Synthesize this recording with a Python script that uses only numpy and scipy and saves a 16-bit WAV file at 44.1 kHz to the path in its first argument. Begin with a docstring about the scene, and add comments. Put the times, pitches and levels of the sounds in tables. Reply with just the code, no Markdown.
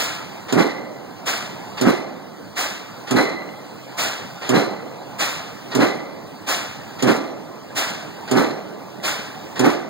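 """An air hammer drives a pile under a bridge by the water. Each stroke is a valve rasp, a blow whose thud
bounces down the pile, a swell thrown back by deck and piers, ringing steel, then a puff of exhaust air.
Impacts and air are noise dying band by band; steel is dying sine modes, some kept shaking by loose parts.
Loose steel clinks a few times, and behind it all a compressor drones and hisses.
A phone with two microphone ports and mild gain control listens."""
import sys
import numpy as np
from scipy import signal
from scipy.fft import rfft, irfft, next_fast_len
from scipy.io import wavfile
from scipy.ndimage import uniform_filter1d

SR = 44100
rng = np.random.default_rng(int(sys.argv[2]) if len(sys.argv) > 2 else 0)


def unload_wav(signal):
    """Save mono or channel-first audio to the path in sys.argv[1] as 16-bit WAV at rate SR, clipped to [-1, 1]."""
    wavfile.write(
        sys.argv[1],
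        SR,
        np.round(np.clip(np.atleast_2d(signal).T, -1, 1) * 32767).astype(np.int16),
    )


N = 436149
PAD, LONG = 4410, 45000  # lead-in before time zero and longest single sound, samples

# Bright colour of steel hitting steel. Each row: frequency in Hz, relative level in dB.
SNAP_COLOUR = [(1500, -32), (3000, 6), (7000, -3.5), (11500, -7), (15500, -8)]


def blow(mix, s, db, helmet_db, ram_db):
    """One stroke: contact crack and bouncing thud, then the late loud return while the steel rings."""
    contact(mix, s, db)
    pile_thud(mix, s, db)
    bridge_swell(mix, s, db)
    ringing_steel(mix, s, db, helmet_db, ram_db)


def contact(mix, s, db):
    """Ram meets anvil: a broad crack, a very short bright snap and a shaken ping."""
    # Crack colour. Each row: frequency in Hz, relative level in dB.
    crack_colour = [(40, -30), (95, -30), (150, -18), (400, 9), (700, -1), (1400, -0.5), (2200, -6),
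                    (3500, -7), (5500, -8.5), (8000, -11), (11000, -21), (15500, -23)]
    # How fast the crack dies. Each row: frequency in Hz, time to fall 60 dB in seconds.
    crack_t60 = [(150, 0.7), (500, 0.94), (1500, 1), (4000, 0.18), (10000, 0.13)]
    # How fast the snap dies. Each row: frequency in Hz, time to fall 60 dB in seconds.
    snap_t60 = [(3000, .06), (10000, 0.02)]
    # Anvil ping modes. Each row: pitch in Hz, level in dB, time to fall 60 dB in seconds.
    anvil = [(6900, 3.5, 0.022), (3060, -28, 0.048)]
    crack_db, snap_db, ping_db = -10.5, -14, -9  # against the strength of the blow
    crack = burst(crack_colour, crack_t60, rise=0.0027, hold=0.01, spit_db=0.5)
    snap = burst(SNAP_COLOUR, snap_t60, rise=0.00031, hold=0.0031, spit_db=1.0)
    ping = rattle(anvil, rise=0.00089, width=360)
    add(mix, s, gain_of(db + crack_db) * crack)
    add(mix, s, gain_of(db + snap_db) * snap)
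    add(mix, s, gain_of(db + ping_db) * ping)


def pile_thud(mix, s, db):
    """The pile body's low modes, repeated for each return along the pile."""
    # Pile body modes. Each row: pitch in Hz, level in dB, time to fall 60 dB in seconds.
    pile_modes = [(146, -12.5, 0.029), (291, 6.5, 0.01), (398, -2.5, 0.019), (560, -7.5, 0.016),
                  (284, -19.5, 0.26)]
    time_scatter, level_scatter_db = .006, 1.5  # random spread of delay (share of it) and of level
    # the slim pile radiates little deep bass
    low_cut = signal.butter(4, 135, "high", fs=SR, output="sos")
    thud = signal.sosfilt(low_cut, ring(pile_modes, rise=0.0026)[:8000])
    delays, levels = bounces()
    scatter = rng.standard_normal((len(delays), 2))
    for delay, return_db, (late, loud) in zip(delays, levels, scatter):
        start = s + 0.0012 + delay * (1 + time_scatter * late)
        add(mix, start, gain_of(db + return_db + level_scatter_db * loud) * thud)


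def bounces():
    """Delays (s) and levels (dB) of the thud's trips down the pile and back, for the blow and each rebound."""
    # The ram rebounds and lands again. Each entry: level of that landing's first thud in dB.
    rebound_db = [7, 5]
    rebound_s, rebound_loss_db = .0395, -4.5  # time between landings; change per trip after a rebound
    round_trip_s, trip_loss_db = .0079, -.2  # one trip along the pile; change per trip after the blow
    thud_db, first_db = 6, -3  # level of the blow's returns; offset of its very first thud
    trip = np.arange(5)
    delays = [landing * rebound_s + trip * round_trip_s for landing in range(len(rebound_db) + 1)]
    levels = [thud_db + trip * trip_loss_db + (trip == 0) * first_db]
    levels += [landing_db + trip * rebound_loss_db for landing_db in rebound_db]
    return np.ravel(delays), np.ravel(levels)


def bridge_swell(mix, s, db):
    """Deck and piers throw the blow back as a late, slowly rising swell with a darker lingering tail."""
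    # Colours of swell and tail. Each row: frequency in Hz, relative level in dB.
    swell_colour = [(40, -23), (95, -21), (130, -7), (270, 8), (400, 4), (600, -2), (1100, -5.5),
                    (1500, -7), (2200, -9.5), (3500, -18.5), (5500, -21.5), (8000, -27.5), (11000, -35.5),
                    (15500, -33.5)]
    linger_colour = [(40, -34.2), (80, -30), (120, -7.5), (180, -7.5), (270, -1), (400, -4.5), (600, -0.5),
                     (900, -4.5), (1400, -2.5), (2200, -8.5), (3500, -24), (5500, -43), (8000, -38.4),
                     (11000, -49.4), (15500, -49.9)]
    # How fast swell and tail die. Each row: frequency in Hz, time to fall 60 dB in seconds.
    swell_t60 = [(150, 0.066), (500, 0.41), (1500, 0.19), (4000, 0.55), (10000, 0.37)]
    linger_t60 = [(150, 1.58), (500, 1.91), (1500, 0.51), (4000, 0.95), (10000, 0.27)]
    swell_db, linger_db = -0.5, -12  # against the strength of the blow
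    swell = burst(swell_colour, swell_t60, rise=0.048, hold=0.0088, spit_db=3)
    linger = burst(linger_colour, linger_t60, rise=0.033, hold=0.027, spit_db=2.1)
    add(mix, s + .026, gain_of(db + swell_db) * swell)
    add(mix, s + .03, gain_of(db + linger_db) * linger)


def ringing_steel(mix, s, db, helmet_db, ram_db):
    """Frame, helmet, ram and guide ring on after the rebound, opened by a bright clatter."""
    # One list of modes each for frame, helmet, ram and guide.
    # Each row: pitch in Hz, level in dB, time to fall 60 dB in seconds.
    steel_parts = [
        [(348, 9.5, 0.5), (408, 0, 0.35), (519, 2, 0.92), (642, 1, 0.23), (767, -7, 0.93), (1170, 2.5, 0.9),
         (1266, 8.5, 0.22), (1460, 3, 0.34)],
        [(1980, 18, 0.87), (1960, 13.5, 0.52), (1840, 7, 0.91), (2140, 2, .5)],
        [(3970, 14, 0.51), (4120, 6, 0.82), (4030, 9, 0.39), (4040, -14, 9.6)],
        [(5350, 1.5, .45), (5830, -7, .9)],
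    ]
    # How roughly loose parts shake frame, helmet, ram and guide. Each entry: rate in Hz.
    shake_hz = [50, 220, 260, 100]
    # How fast the clatter dies. Each row: frequency in Hz, time to fall 60 dB in seconds.
    clatter_t60 = [(3000, .25), (10000, 0.32)]
    clatter_db, frame_db, guide_db = -24.5, -21.5, -24  # against the strength of the blow
    start = s + .052
    clatter = burst(SNAP_COLOUR, clatter_t60, rise=0.0068, hold=0.022, spit_db=1)
    add(mix, start, gain_of(db + clatter_db) * clatter)
    levels = (db + frame_db, helmet_db, ram_db, db + guide_db)
    for modes, width, ring_db in zip(steel_parts, shake_hz, levels):
        add(mix, start, gain_of(ring_db) * rattle(modes, rise=0.0037, width=width))


def valve_rasp(mix, s, db, hold):
    """Air rasps through the valve as the ram drops, and the valve rings with it."""
    # Rasp colour. Each row: frequency in Hz, relative level in dB.
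    rasp_colour = [(100, -25), (400, 8), (1400, 7.5), (2200, 6), (3500, 4), (5500, -2.5), (8000, -11.5),
                   (11000, -20), (15500, -29)]
    # How fast the rasp dies. Each row: frequency in Hz, time to fall 60 dB in seconds.
    rasp_t60 = [(150, 0.43), (500, 0.82), (1500, 1), (4000, 1), (10000, 0.66)]
    # Valve modes. Each row: pitch in Hz, level in dB, time to fall 60 dB in seconds.
    valve_modes = [(1840, -9, 0.21), (4580, -11, 0.12)]
    valve_db = 8.5  # against the rasp
    rasp = burst(rasp_colour, rasp_t60, rise=0.015, hold=hold, spit_db=1.5)
    add(mix, s - .007, gain_of(db) * rasp)
    add(mix, s, gain_of(db + valve_db) * rattle(valve_modes, rise=0.01, width=120))


def exhaust_puff(mix, s, db):
    """Spent air puffs out as the ram lifts: soft-edged noise with a breathy tail."""
    # Puff colour. Each row: frequency in Hz, relative level in dB.
    puff_colour = [(40, -34), (80, -27), (120, -30), (180, -21), (270, -4.5), (400, -6.5), (600, 0),
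                   (900, -2), (1400, 0), (2200, -1), (3500, -3.5), (5500, -5), (8000, -9.5), (11000, -19),
                   (15500, -16)]
    # How fast the puff dies. Each row: frequency in Hz, time to fall 60 dB in seconds.
    puff_t60 = [(150, 0.59), (500, 0.72), (1500, 0.78), (4000, 0.7), (10000, 0.48)]
    puff = burst(puff_colour, puff_t60, rise=0.038, hold=0.016, spit_db=1.5)
    add(mix, s - .022, gain_of(db) * puff)


def clink(mix, s, db, hz):
    """A tiny clink of loose steel: two quickly dying modes."""
    modes = [(hz, 0, .04), (hz * 1.4, -5, .03)]
    add(mix, s, gain_of(db) * ring(modes, rise=0.00048))


def compressor():
    """Patchy drone and leak hiss from one coloured noise, with a few fuzzy tones."""
    # Drone and hiss colour. Each row: frequency in Hz, relative level in dB.
    drone_colour = [(40, -33), (78, -16.5), (100, 2.5), (125, -4.5), (270, 0), (400, -1), (600, -1.5),
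                    (900, -2), (1400, -7), (2200, -12), (3500, -15.5), (5500, -18.5), (8000, -23),
                    (11000, -32.5), (15500, -23.5)]
    # Compressor tones. Each row: pitch in Hz, width in Hz, level in dB.
    whine = [(4570, 140, -54), (271, 26, -58), (130.5, 3.5, -54)]
    drone_db, wander_db, patch_db = -38, 1.5, 2.52
    t = np.arange(N) / SR
    size = next_fast_len(N)
    _, spectra = hiss(drone_colour, size)
    bins, _, frames = signal.stft(irfft(spectra, size), SR, nperseg=1024)

    # level patches a few bins wide and a few frames long
    chance = rng.standard_normal(frames.shape[1:])
    patches = evened(uniform_filter1d(uniform_filter1d(chance, 6, 0), 4, 1))
    # a slow wander of the low end, fading out from 750 to 2250 Hz
    wander = drift(N + 2048, 1.0).real[::512][:frames.shape[2]]
    load_db = wander_db * wander * np.clip(1.5 - bins[:, None] / 1500, 0, 1)
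    frames = frames * gain_of(patch_db * patches + load_db + drone_db)
    out = signal.istft(frames, SR, nperseg=1024)[1][:, :N]

    for hz, width, db in whine:
        level = gain_of(db + 2.2 * drift(N, 6.6).real)
        out += level * (drift(N, width) * np.exp(2j * np.pi * hz * t)).real
    return out


def burst(colour, decays, rise, hold, spit_db):
    """Noise that rises, holds (s), and then dies band by band, each band spitting unevenly."""
    hz, spectra = hiss(colour, LONG)
    t = np.arange(LONG) / SR
    centres, t60 = np.transpose(decays)
    after = np.maximum(t - rise - hold, 0)
    out = np.zeros((2, LONG))
    for pick, band_t60 in zip(np.eye(len(t60)), t60):
        band = irfft(spectra * read(hz, centres, pick))  # overlapping bands that sum to the whole
        spit = spit_db * drift(LONG, 90).real
        out += band * gain_of(spit - 60 * after / band_t60)
    return out * np.sin(np.minimum(t / rise, 1) * np.pi / 2) ** 2


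def ring(modes, rise):
    """Free steel: sine modes that die exponentially after a soft start."""
    t = np.arange(LONG) / SR
    dying = (gain_of(db - 60 * t / t60) * np.sin(2 * np.pi * hz * t) for hz, db, t60 in modes)
    return sum(dying) * (1 - np.exp(-t / rise))


def rattle(modes, rise, width):
    """Modes kept shaking by loose parts: each wanders in size and phase while it dies."""
    t = np.arange(LONG) / SR
    out = np.zeros(LONG)
    for hz, db, t60 in modes:
        shaking = .3 + drift(LONG, width)  # a small steady part under the wander
        out += gain_of(db - 60 * t / t60) * (np.exp(2j * np.pi * hz * t) * shaking).real
    return out * (1 - np.exp(-t / rise))


def drift(size, width):
    """Complex random wander of power 1, changing about width times a second, positive frequencies only."""
    step = 16  # samples between drawn points
    count = next_fast_len(size // step + 2)
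    hz = np.fft.fftfreq(count, step / SR)
    spectrum = np.fft.fft(rng.standard_normal(count))
    z = np.fft.ifft(spectrum * (hz > 0) / (1 + (2 * hz / width) ** 2))
    z = z / np.sqrt(np.mean(abs(z) ** 2))
    return np.interp(np.arange(size) / step, np.arange(count), z)


def hiss(colour, size):
    """Frequencies, and spectra of two unrelated noises of one colour and power 1."""
    hz = np.fft.rfftfreq(size, 1 / SR)
    shape = gain_of(read(hz, *np.transpose(colour)))
    return hz, rfft(rng.standard_normal((2, size))) * evened(shape)


def gain_of(db):
    """Amplitude factor for a level in dB."""
    return 10 ** (np.asarray(db) / 20)


def evened(x):
    """Scale to power 1."""
    return x / np.sqrt(np.mean(x ** 2) + 1e-20)


def read(hz, points, values):
    """Read a curve between its points on a log frequency scale."""
    return np.interp(np.log(hz + 1), np.log(np.asarray(points) + 1), values)


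def add(mix, s, sound):
    """Lay a sound into both rows at s seconds, cut off at the end of the mix."""
    part = mix[:, PAD + round(s * SR):][:, :sound.shape[-1]]
    part += sound[..., :part.shape[1]]


def scene():
    """Two fields of the same make: noises unrelated between the rows, steel and compressor tones shared."""
    # Hammer blows. Each row: start in seconds, strength in dB, helmet ring in dB, ram ring in dB.
    blows = [(0.5241, -8.5, -37.5, -39.5), (1.8112, -8.5, -43, -43), (3.109, -9, -35, -36),
             (4.491, -8.5, -45, -38), (5.75, -8.5, -39.5, -41), (7.0234, -7.5, -47, -43),
             (8.312, -8, -50, -41), (9.5929, -7.5, -47, -57)]
    # Valve rasps as the ram drops. Each row: time in seconds, level in dB, hold in seconds.
    rasps = [(0.483, -31.5, 0.015), (1.772, -30.5, 0.01), (3.072, -30.5, 0.014), (4.416, -31.5, 0.075),
             (5.7132, -30.5, 0.027), (6.988, -32.5, 0.015), (8.276, -33.5, 0.013), (9.556, -31, 0.014)]
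    # Exhaust puffs as the ram lifts. Each row: time in seconds, level in dB.
    puffs = [(-.02, -19.5), (1.27, -19), (2.572, -18.5), (3.987, -19), (5.2, -18), (6.48, -18),
             (7.766, -18), (9.043, -20)]
    # Clinks of loose steel. Each row: start in seconds, level in dB, pitch in Hz.
    clinks = [(3.42, -27, 1970), (3.489, -28, 2060), (8.999, -34, 2000)]
    mix = np.zeros((2, N + PAD))
    for row in blows:
        blow(mix, *row)
    for row in rasps:
        valve_rasp(mix, *row)
    for row in puffs:
        exhaust_puff(mix, *row)
    for row in clinks:
        clink(mix, *row)
    return mix[:, PAD:] + compressor()


def record(dry):
    """Two ports of opposite sign with a small lag, slight ducking around loud sound, overload, band limit."""
    # Right port against left. Each row: frequency in Hz, likeness from 0 to 1, gain in dB,
    # extra lag of the left in radians.
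    ports = [(40, 0, 4, .3), (89.4, 0.8, -5.5, 0.98), (175.6, 0.61, 8, 1.94), (259, 0.79, 2.5, 3.67),
             (315, 0.76, 7, 4.82), (407, 0.55, 4, 6.59), (557, 0.92, 0, 7.19), (700, 1, 3, 6.84),
             (810, 0.91, 3.5, 7.7), (905, 1, 2, 6.18), (1480, 0.99, 0.4, 6.23), (3000, 0.96, -0.5, 6.245),
             (16000, 1, 0, 6.43)]
    port_lag = 16  # samples by which the left port trails, before the extra lag
    size = next_fast_len(N + 4096)
    hz = np.fft.rfftfreq(size, 1 / SR)
    field, other_field = rfft(dry, size)
    points, *columns = np.transpose(ports)
    same, gain_db, turn = (read(hz, points, column) for column in columns)
    same = np.clip(same, 0, 1)
    right = -(same * field + np.sqrt(1 - same ** 2) * other_field) * gain_of(gain_db)
    left = field * np.exp(-1j * (turn + 2 * np.pi * hz * port_lag / SR))
    pair = irfft(np.array([left, right]), size)[:, :N]

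    # gain control: the level above -23.5 dB is held, let go at 17.5 dB a second, and partly taken off
    power_db = 10 * np.log10(abs(uniform_filter1d((pair ** 2).mean(0), 600)) + 1e-12)
    fall = np.arange(N) * 17.5 / SR
    held_db = np.maximum.accumulate(power_db + fall) - fall
    over_db = np.maximum(held_db + 23.5, 0)
    ducked = pair / gain_of(0.32 * uniform_filter1d(over_db, 400))
    ducked = 1.174 * np.tanh(ducked / 1.052)  # soft overload

    band_limit = signal.firwin(511, 15800, window=("kaiser", 9), fs=SR)  # low-pass, edge in Hz
    return signal.oaconvolve(ducked, band_limit[None], "same")


dry = scene()
out = record(dry)
unload_wav(out)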